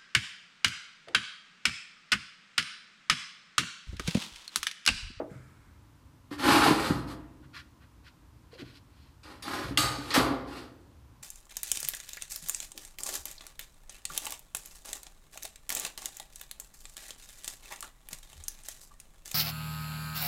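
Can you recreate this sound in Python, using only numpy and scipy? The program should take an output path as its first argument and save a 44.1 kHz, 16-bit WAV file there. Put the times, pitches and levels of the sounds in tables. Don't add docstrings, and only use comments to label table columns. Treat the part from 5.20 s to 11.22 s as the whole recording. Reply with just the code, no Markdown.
import sys
import numpy as np
from scipy import signal
from scipy.fft import rfft, irfft, next_fast_len
from scipy.io import wavfile
from scipy.ndimage import uniform_filter1d

SR = 44100
rng = np.random.default_rng(int(sys.argv[2]) if len(sys.argv) > 2 else 0)


def transcribe(signal):
    frames = np.atleast_2d(signal).T
    limited = np.clip(frames, -1, 1)
    pcm = np.round(limited * 32767).astype(np.int16)
    wavfile.write(sys.argv[1], SR, pcm)


N = 265658
TIME = np.arange(N) / SR
RING_TIME = TIME[:SR]


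def amp(db):
    return 10 ** (np.asarray(db) / 20)


def unit_rms(x):
    return x / np.sqrt(np.mean(x ** 2) + 1e-20)


def unit_energy(x):
    return x / np.linalg.norm(x)


def lookup(points, hz):
    point_hz, value = np.transpose(points)
    return np.interp(np.log(hz + 1), np.log(point_hz), value)


def add(mix, start_s, sound):
    part = mix[max(round(start_s * SR), 0):][:len(sound)]
    part += sound[:len(part)]


def coloured(x, spectrum):
    size = next_fast_len(len(x) + 4096)
    gain = amp(lookup(spectrum, np.fft.rfftfreq(size, 1 / SR)))
    return irfft(rfft(x, size) * gain, size)[:len(x)]


def band(x, low_hz, high_hz, order=2):
    for hz, kind in (low_hz, "highpass"), (high_hz, "lowpass"):
        x = signal.sosfilt(signal.butter(order, min(hz, SR / 2 - 1), kind, fs=SR, output="sos"), x)
    return x


def envelope(start_s, attack_s, release_at_s, fade_db_per_s):
    attack = np.clip((TIME - start_s) / attack_s, 0, 1)
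    return attack * amp(-fade_db_per_s * np.maximum(TIME - release_at_s, 0))


def drift(first_samples, second_samples):
    smooth = uniform_filter1d(rng.standard_normal(N), first_samples)
    return unit_rms(uniform_filter1d(smooth, second_samples))


def grains(per_s, spread_db):
    size = amp(spread_db * np.minimum(rng.exponential(1, N), 4))
    return unit_rms(size * rng.choice([-1, 1], N) * (rng.random(N) < per_s / SR))


def damped_mode(hz, t60_s):
    t = RING_TIME
    return np.sin(2 * np.pi * hz * t) * np.exp(-np.log(1000) * t / t60_s) * (1 - t ** 2)


def noise_tail(t60_table):
    hz, t, spectra = signal.stft(rng.standard_normal(SR), SR, nperseg=256)
    decay = amp(-60 * t / lookup(t60_table, hz)[:, None])
    return signal.istft(spectra * decay, SR, nperseg=256)[1][:SR]


# frequency in Hz, relative density in dB.
AIR_SPECTRUM = [(15, -40.5), (25, -8.5), (75, 1.5), (129, -6), (193, -16), (297, -11), (378, -23),
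                (762, -26.5), (1020, -20.5), (1200, -25.5), (1570, -28), (1800, -31.5), (4500, -36),
                (5280, -37), (15500, -43.5)]


def background(air_db=-56, waver_db=0.5, hum_hz=120, hum_db=-68):
    air = amp(air_db) * unit_rms(coloured(rng.standard_normal(N), AIR_SPECTRUM))
    rumble = signal.sosfiltfilt(signal.butter(2, 250, fs=SR, output="sos"), air)
    waver = amp(waver_db * drift(3000, 1500)) - 1
    hum = amp(hum_db) * np.sin(2 * np.pi * hum_hz * TIME)
    return air + rumble * waver + hum


# frequency in Hz, T60 in seconds.
ROOM_DECAY = [(100, 0.92), (1000, 0.39), (5000, 0.33), (14000, 0.44)]


def reverb(x, build_s=0.024):
    response = noise_tail(ROOM_DECAY) * np.minimum(RING_TIME / build_s, 1)
    return signal.fftconvolve(x, unit_energy(response))[:N]


# frequency in Hz, relative density in dB.
RUB_SPECTRUM = [(900, -23), (1300, 1), (1600, -2.5), (1900, -7.5), (2200, -4.5), (2800, -19), (6500, -22.5),
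                (7600, -18.5), (9000, -22), (15000, -37)]


def rub(start_s=0.092, level_db=-58.5):
    level = amp(level_db) * envelope(start_s, attack_s=0.016, release_at_s=start_s, fade_db_per_s=31.5)
    return level * unit_rms(coloured(rng.standard_normal(N), RUB_SPECTRUM))


# frequency in Hz, relative density in dB.
SOLE_SPECTRUM = [(410, -63), (700, -17), (737, -33), (1100, -0.5), (1530, -4), (2030, -9.5), (3300, -3),
                 (3660, -8), (4790, -4), (6270, -23), (10500, -28), (11600, -25), (15000, -38)]
# centre in Hz, width in Hz, relative level in dB.
SOLE_RESONANCES = [(1400, 100, 9), (1810, 310, 1), (2450, 350, -4), (4220, 68, 0), (4690, 150, -2)]
# midpoint in seconds, length in seconds, level in dB, tilt in dB per octave.
SHOE_SCUFFS = [(2.247, .06, -63, -4.5), (2.366, 0.085, -44, -0.5), (2.396, 0.079, -49, 0.5),
               (2.631, 0.077, -61.5, -5), (2.873, 0.085, -55, 1), (3.341, 0.083, -56.5, 4),
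               (3.406, 0.085, -48.5, 1.5), (3.487, 0.17, -57.5, 3.5), (3.563, 0.086, -56.5, 7),
               (3.82, 0.35, -67, 4.5)]


def scuffs(rasp_db=-2):
    out = np.zeros(N)
    grit = grains(per_s=2900, spread_db=0.5)
    rasp = sum(amp(db) * unit_rms(signal.lfilter(*signal.iirpeak(hz, hz / width_hz, SR), grit))
               for hz, width_hz, db in SOLE_RESONANCES)
    rasp = amp(rasp_db) * unit_rms(band(rasp, 1240, 5200, order=4))
    brush = unit_rms(coloured(grit, SOLE_SPECTRUM)) + rasp
    for mid_s, length_s, db, tilt_db in SHOE_SCUFFS:
        piece = brush[int(mid_s * SR) - int(length_s * SR):int(mid_s * SR)]
        piece = unit_rms(coloured(piece, [(1200, -tilt_db), (4800, tilt_db)]))
        add(out, mid_s - length_s / 2, amp(db) * piece * signal.windows.hann(len(piece)))
    return out


def thud(hz, t60_s, puff_gain=0.32, puff_s=0.019, rise_s=0.00096):
    noise = unit_rms(band(rng.standard_normal(SR), hz * 0.42, hz * 1.27, order=3))
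    puff = puff_gain * noise * np.exp(-RING_TIME / puff_s)
    return (damped_mode(hz, t60_s) + puff) * (1 - np.exp(-RING_TIME / rise_s))


# start in seconds, level in dB, pitch in Hz, T60 in seconds.
KNOCKS = [(.001, -20.5, 592, 0.023), (.011, -29, 296, 0.058), (0.113, -35, 171, 0.057),
          (0.157, -37, 128, 0.21), (1.113, -35, 293.6, 0.27), (1.7, -19.5, 162, 0.094),
          (1.704, -17.5, 268, 0.075), (2.255, -45, 129, 0.22), (3.330, -43.5, 463, 0.072),
          (3.354, -47.5, 517, 0.091), (3.393, -38, 354, 0.12), (3.419, -32, 277, 0.078),
          (3.43, -39, 123, 0.22), (4.508, -29, 275, 0.17), (4.582, -28, 302.4, 0.29),
          (4.785, -30, 283, 0.12), (4.974, -21.5, 261.7, 0.32), (5.104, -25, 278, 0.25)]


def knocks():
    out = np.zeros(N)
    for start_s, db, hz, t60_s in KNOCKS:
        add(out, start_s, amp(db) * thud(hz, t60_s))
    return out


# frequency in Hz, relative level in dB, T60 in seconds.
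WALL_MODES = [(57.8, -2, 0.93), (70.3, -5, .8), (88, -7, 0.58), (110.2, 4, 0.28), (126.54, 1, 1),
              (141.6, -6.5, 0.6), (185, -6, 0.3)]
# start in seconds, level in dB.
WALL_FLEXES = [(1.248, -43), (1.698, -35.5), (4.441, -37), (4.588, -34), (4.966, -34.5)]


def wobble(rise_s=0.0085):
    out = np.zeros(N)
    flex = sum(amp(db) * damped_mode(hz, t60_s) for hz, db, t60_s in WALL_MODES)
    flex *= 1 - np.exp(-RING_TIME / rise_s)
    for start_s, db in WALL_FLEXES:
        add(out, start_s, amp(db) * flex)
    return out


# frequency in Hz, relative level in dB, T60 in seconds.
BUCKLE_MODES = [(2050, -2.5, 0.028), (2800, 0.5, 0.039), (3260, 2, 0.024), (3520, -5, 0.036),
                (4500, -5.5, 0.023), (1156, -16, 0.31), (1232, -14, 0.9), (1360, -26, 0.42),
                (2010, -24.5, 0.67), (3270, -26, 0.67), (4644, -19, 0.6), (4530, -18, 0.7),
                (4500, -20, 0.76)]


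def buckle(start_s=4.5738, gain_db=-16.5, rise_s=0.00051):
    out = np.zeros(N)
    ring = sum((-1) ** k * amp(db) * damped_mode(hz, t60_s)
               for k, (hz, db, t60_s) in enumerate(BUCKLE_MODES))
    add(out, start_s, amp(gain_db) * ring * (1 - np.exp(-RING_TIME / rise_s)))
    return out


# frequency in Hz, relative level in dB.
DUCT_MODES = [(124, -11), (160, -25), (232, -8.5), (256, 0.5), (272, -12.5), (286, -5), (305, 4),
              (324, -3.5), (416, -11), (513, -4.5), (556, -3.5), (678, -10), (811, -9), (856, -8.5),
              (1000, -12), (1043, -6.5), (1156, -8), (1232, -13.5), (1268, -8), (1404, -7.5), (1468, -10),
              (1635, -12.5), (1835, -6.5), (4501, -18), (4644, -15)]
# frequency in Hz, relative density in dB.
SHEET_SPECTRUM = [(50, 1), (110, 5.5), (200, -3), (300, 9), (600, -5.5), (850, -1.5), (1300, -2),
                  (2200, -6.5), (3300, -8.5), (4700, -5), (6000, -14), (9000, -14.5), (12500, -16),
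                  (15500, -22.5)]
# frequency in Hz, T60 in seconds.
SHEET_DECAY = [(100, 1.1), (300, 1.33), (700, 0.91), (1400, 0.73), (2500, 0.65), (4600, 0.63), (7000, 0.51),
               (13000, 0.35)]


def duct_rings(count, strong_db=-3):
    t = RING_TIME
    modes = np.array([amp(db) * np.exp((2j * np.pi * hz - np.log(1000) / lookup(SHEET_DECAY, hz)) * t)
                      for hz, db in DUCT_MODES])
    end_fade = np.minimum((1 - t) * 10, 1)
    rings = []
    for _ in range(count):
        phasors = np.exp(2j * np.pi * rng.random(len(modes)))
        strong = amp(strong_db) * unit_energy((phasors @ modes).real)
        weak = unit_energy(coloured(noise_tail(SHEET_DECAY), SHEET_SPECTRUM))
        rings.append(unit_energy(strong + weak) * end_fade)
    return rings


def clank(ring, hz, octaves, chatter_s, crack_gain, crack_s=0.018):
    chatter = rfft(rng.standard_normal(SR) * np.exp(-RING_TIME / chatter_s))
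    contacts = irfft(chatter / np.sqrt(abs(chatter) + 1e-9))[:SR // 8]
    crack = coloured(rng.standard_normal(SR), SHEET_SPECTRUM) * np.exp(-RING_TIME / crack_s)
    metal = signal.fftconvolve(contacts, ring + crack_gain * unit_energy(crack))
    return unit_energy(band(metal, hz / 2 ** octaves, hz * 2 ** octaves))


# start in seconds, energy in dB, centre in Hz, chatter decay in seconds.
DUCT_BLOWS = [(1.109, -17, 900, 0.0027), (1.699, 1.5, 540, 0.0025), (4.032, -22, 3330, 0.007),
              (4.223, -10, 5100, 0.0017), (4.5737, 8.5, 4940, 0.00075), (4.631, 1, 1330, 0.0055),
              (4.905, 1.5, 2360, 0.0035), (4.939, 7.5, 4660, 0.036), (4.9407, 7, 1340, 0.0079),
              (4.96, 10, 870, 0.0042), (4.958, 6.5, 284, 0.014), (5.101, -10.5, 510, 0.045),
              (5.373, -17, 2780, 0.0084)]


def blows():
    out = np.zeros(N)
    for (start_s, db, hz, chatter_s), ring in zip(DUCT_BLOWS, duct_rings(len(DUCT_BLOWS))):
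        hardness = np.log2(hz / 1000)
        octaves = 0.89 + 0.25 * hardness
        crack_gain = 0.067 + 83 * chatter_s
        add(out, start_s, amp(db) * clank(ring, hz, octaves, chatter_s, crack_gain))
    return out


# start in seconds, clank energy in dB, centre in Hz, boom level in dB.
EDGE_SNAGS = [(1.29, -1.5, 1330, -18), (1.345, 2.5, 1220, -21), (1.416, 6, 1220, -46),
              (1.46, 9.5, 940, -30), (1.48, 2, 2000, -16), (1.508, -2, 1010, -11.5)]


def snags():
    out = np.zeros(N)
    for (start_s, clank_db, hz, boom_db), ring in zip(EDGE_SNAGS, duct_rings(len(EDGE_SNAGS))):
        add(out, start_s, amp(clank_db) * clank(ring, hz, octaves=0.57, chatter_s=0.0037, crack_gain=1.7))
        add(out, start_s, amp(boom_db) * thud(hz=308, t60_s=0.07))
    return out


# time in seconds, effort in dB.
SWING_EFFORT = [(1.177, -41), (1.259, -25), (1.335, -21.5), (1.42, -25), (1.5, -27.5), (1.56, -29),
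                (1.69, -32.5), (1.799, -47)]
# start in seconds, length in seconds, peak effort in dB, brightness in dB.
SHORT_SLIDES = [(1.105, 0.065, -43.5, -1.5), (1.864, 0.077, -47, 1.5), (4.037, 0.14, -49, -3),
                (4.225, 0.29, -37.5, -1.5), (4.743, 0.35, -47.5, 5), (5.262, 0.18, -46, -1)]


def scrape_gain(level_db, effort_slope, brightness_slope, fade_db_per_s):
    def follow(effort_db, reference_db=-26):
        return amp(level_db + effort_slope * (effort_db - reference_db))

    times_s, efforts_db = np.transpose(SWING_EFFORT)
    swing = follow(np.interp(TIME, times_s, efforts_db))
    gains = [swing * envelope(times_s[0], 0.016, times_s[-1], fade_db_per_s)]
    damped_db_per_s = 2 * fade_db_per_s
    for start_s, length_s, peak_db, brightness_db in SHORT_SLIDES:
        speed = np.sin(np.pi * np.clip((TIME - start_s) / length_s, 0, 1))
        slide = follow(peak_db + 6.5 * (speed - 1)) * amp(brightness_slope * brightness_db)
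        gains.append(slide * envelope(start_s, 0.13 * length_s, start_s + length_s, damped_db_per_s))
    return np.linalg.norm(gains, axis=0)


# frequency in Hz, relative density in dB.
CATCH_SPECTRUM = [(24, -45.5), (40, -14), (117, -22), (224, 1.5), (317, 7), (461, -31), (637, -28),
                  (838, 4.5), (926, -8.5), (1250, -0.5), (2160, -14.5), (4350, -13), (6160, -32),
                  (12400, -37.5), (15500, -50.5)]


def scrape(floor_damping_s=0.15, direct_gain=0.66, judder_db=3.0, spots_per_s=4):
    judder = amp(judder_db * drift(500, 300))
    catches = grains(per_s=3500, spread_db=3.0) * judder
    rings, ringing = duct_rings(5), np.zeros(N)
    damping = np.exp(-RING_TIME / floor_damping_s)
    for k, ring in enumerate(rings):
        share = np.maximum(np.cos(2 * np.pi * (spots_per_s * TIME - k) / len(rings)), 0)
        ringing += signal.oaconvolve(catches * share, ring * damping)[:N]
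    metal = unit_rms(ringing) + direct_gain * unit_rms(coloured(catches, CATCH_SPECTRUM))

    def voice(low_hz, high_hz, **response):
        return scrape_gain(**response) * unit_rms(band(metal, low_hz, high_hz, order=4))

    boom = voice(54, 450, level_db=-32.5, effort_slope=0.93, brightness_slope=0.1, fade_db_per_s=33)
    rasp = voice(520, 2900, level_db=-27.5, effort_slope=1.0, brightness_slope=0, fade_db_per_s=67)
    zing = voice(3260, 5300, level_db=-32.5, effort_slope=0.94, brightness_slope=0.7, fade_db_per_s=133)
    grit = voice(5950, 13300, level_db=-39, effort_slope=0.97, brightness_slope=1.05, fade_db_per_s=180)
    return boom + rasp + zing + grit


def scene(duct_send_db=-12, shoe_send_db=-14, knock_send_db=-10):
    duct = scrape() + snags() + blows() + buckle() + wobble() + rub()
    shoes, thuds = scuffs(), knocks()
    room = reverb(amp(duct_send_db) * duct + amp(shoe_send_db) * shoes + amp(knock_send_db) * thuds)
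    return (duct + shoes + thuds + room + background())[None]


def record(dry, low_cut_hz=42, high_cut_hz=15400):
    thinned = signal.sosfilt(signal.butter(3, low_cut_hz, "highpass", fs=SR, output="sos"), dry)
    lowpass = signal.firwin(511, high_cut_hz, window=("kaiser", 9), fs=SR)
    return signal.oaconvolve(thinned, lowpass[None], "same")


dry = scene()
out = record(dry)
transcribe(out)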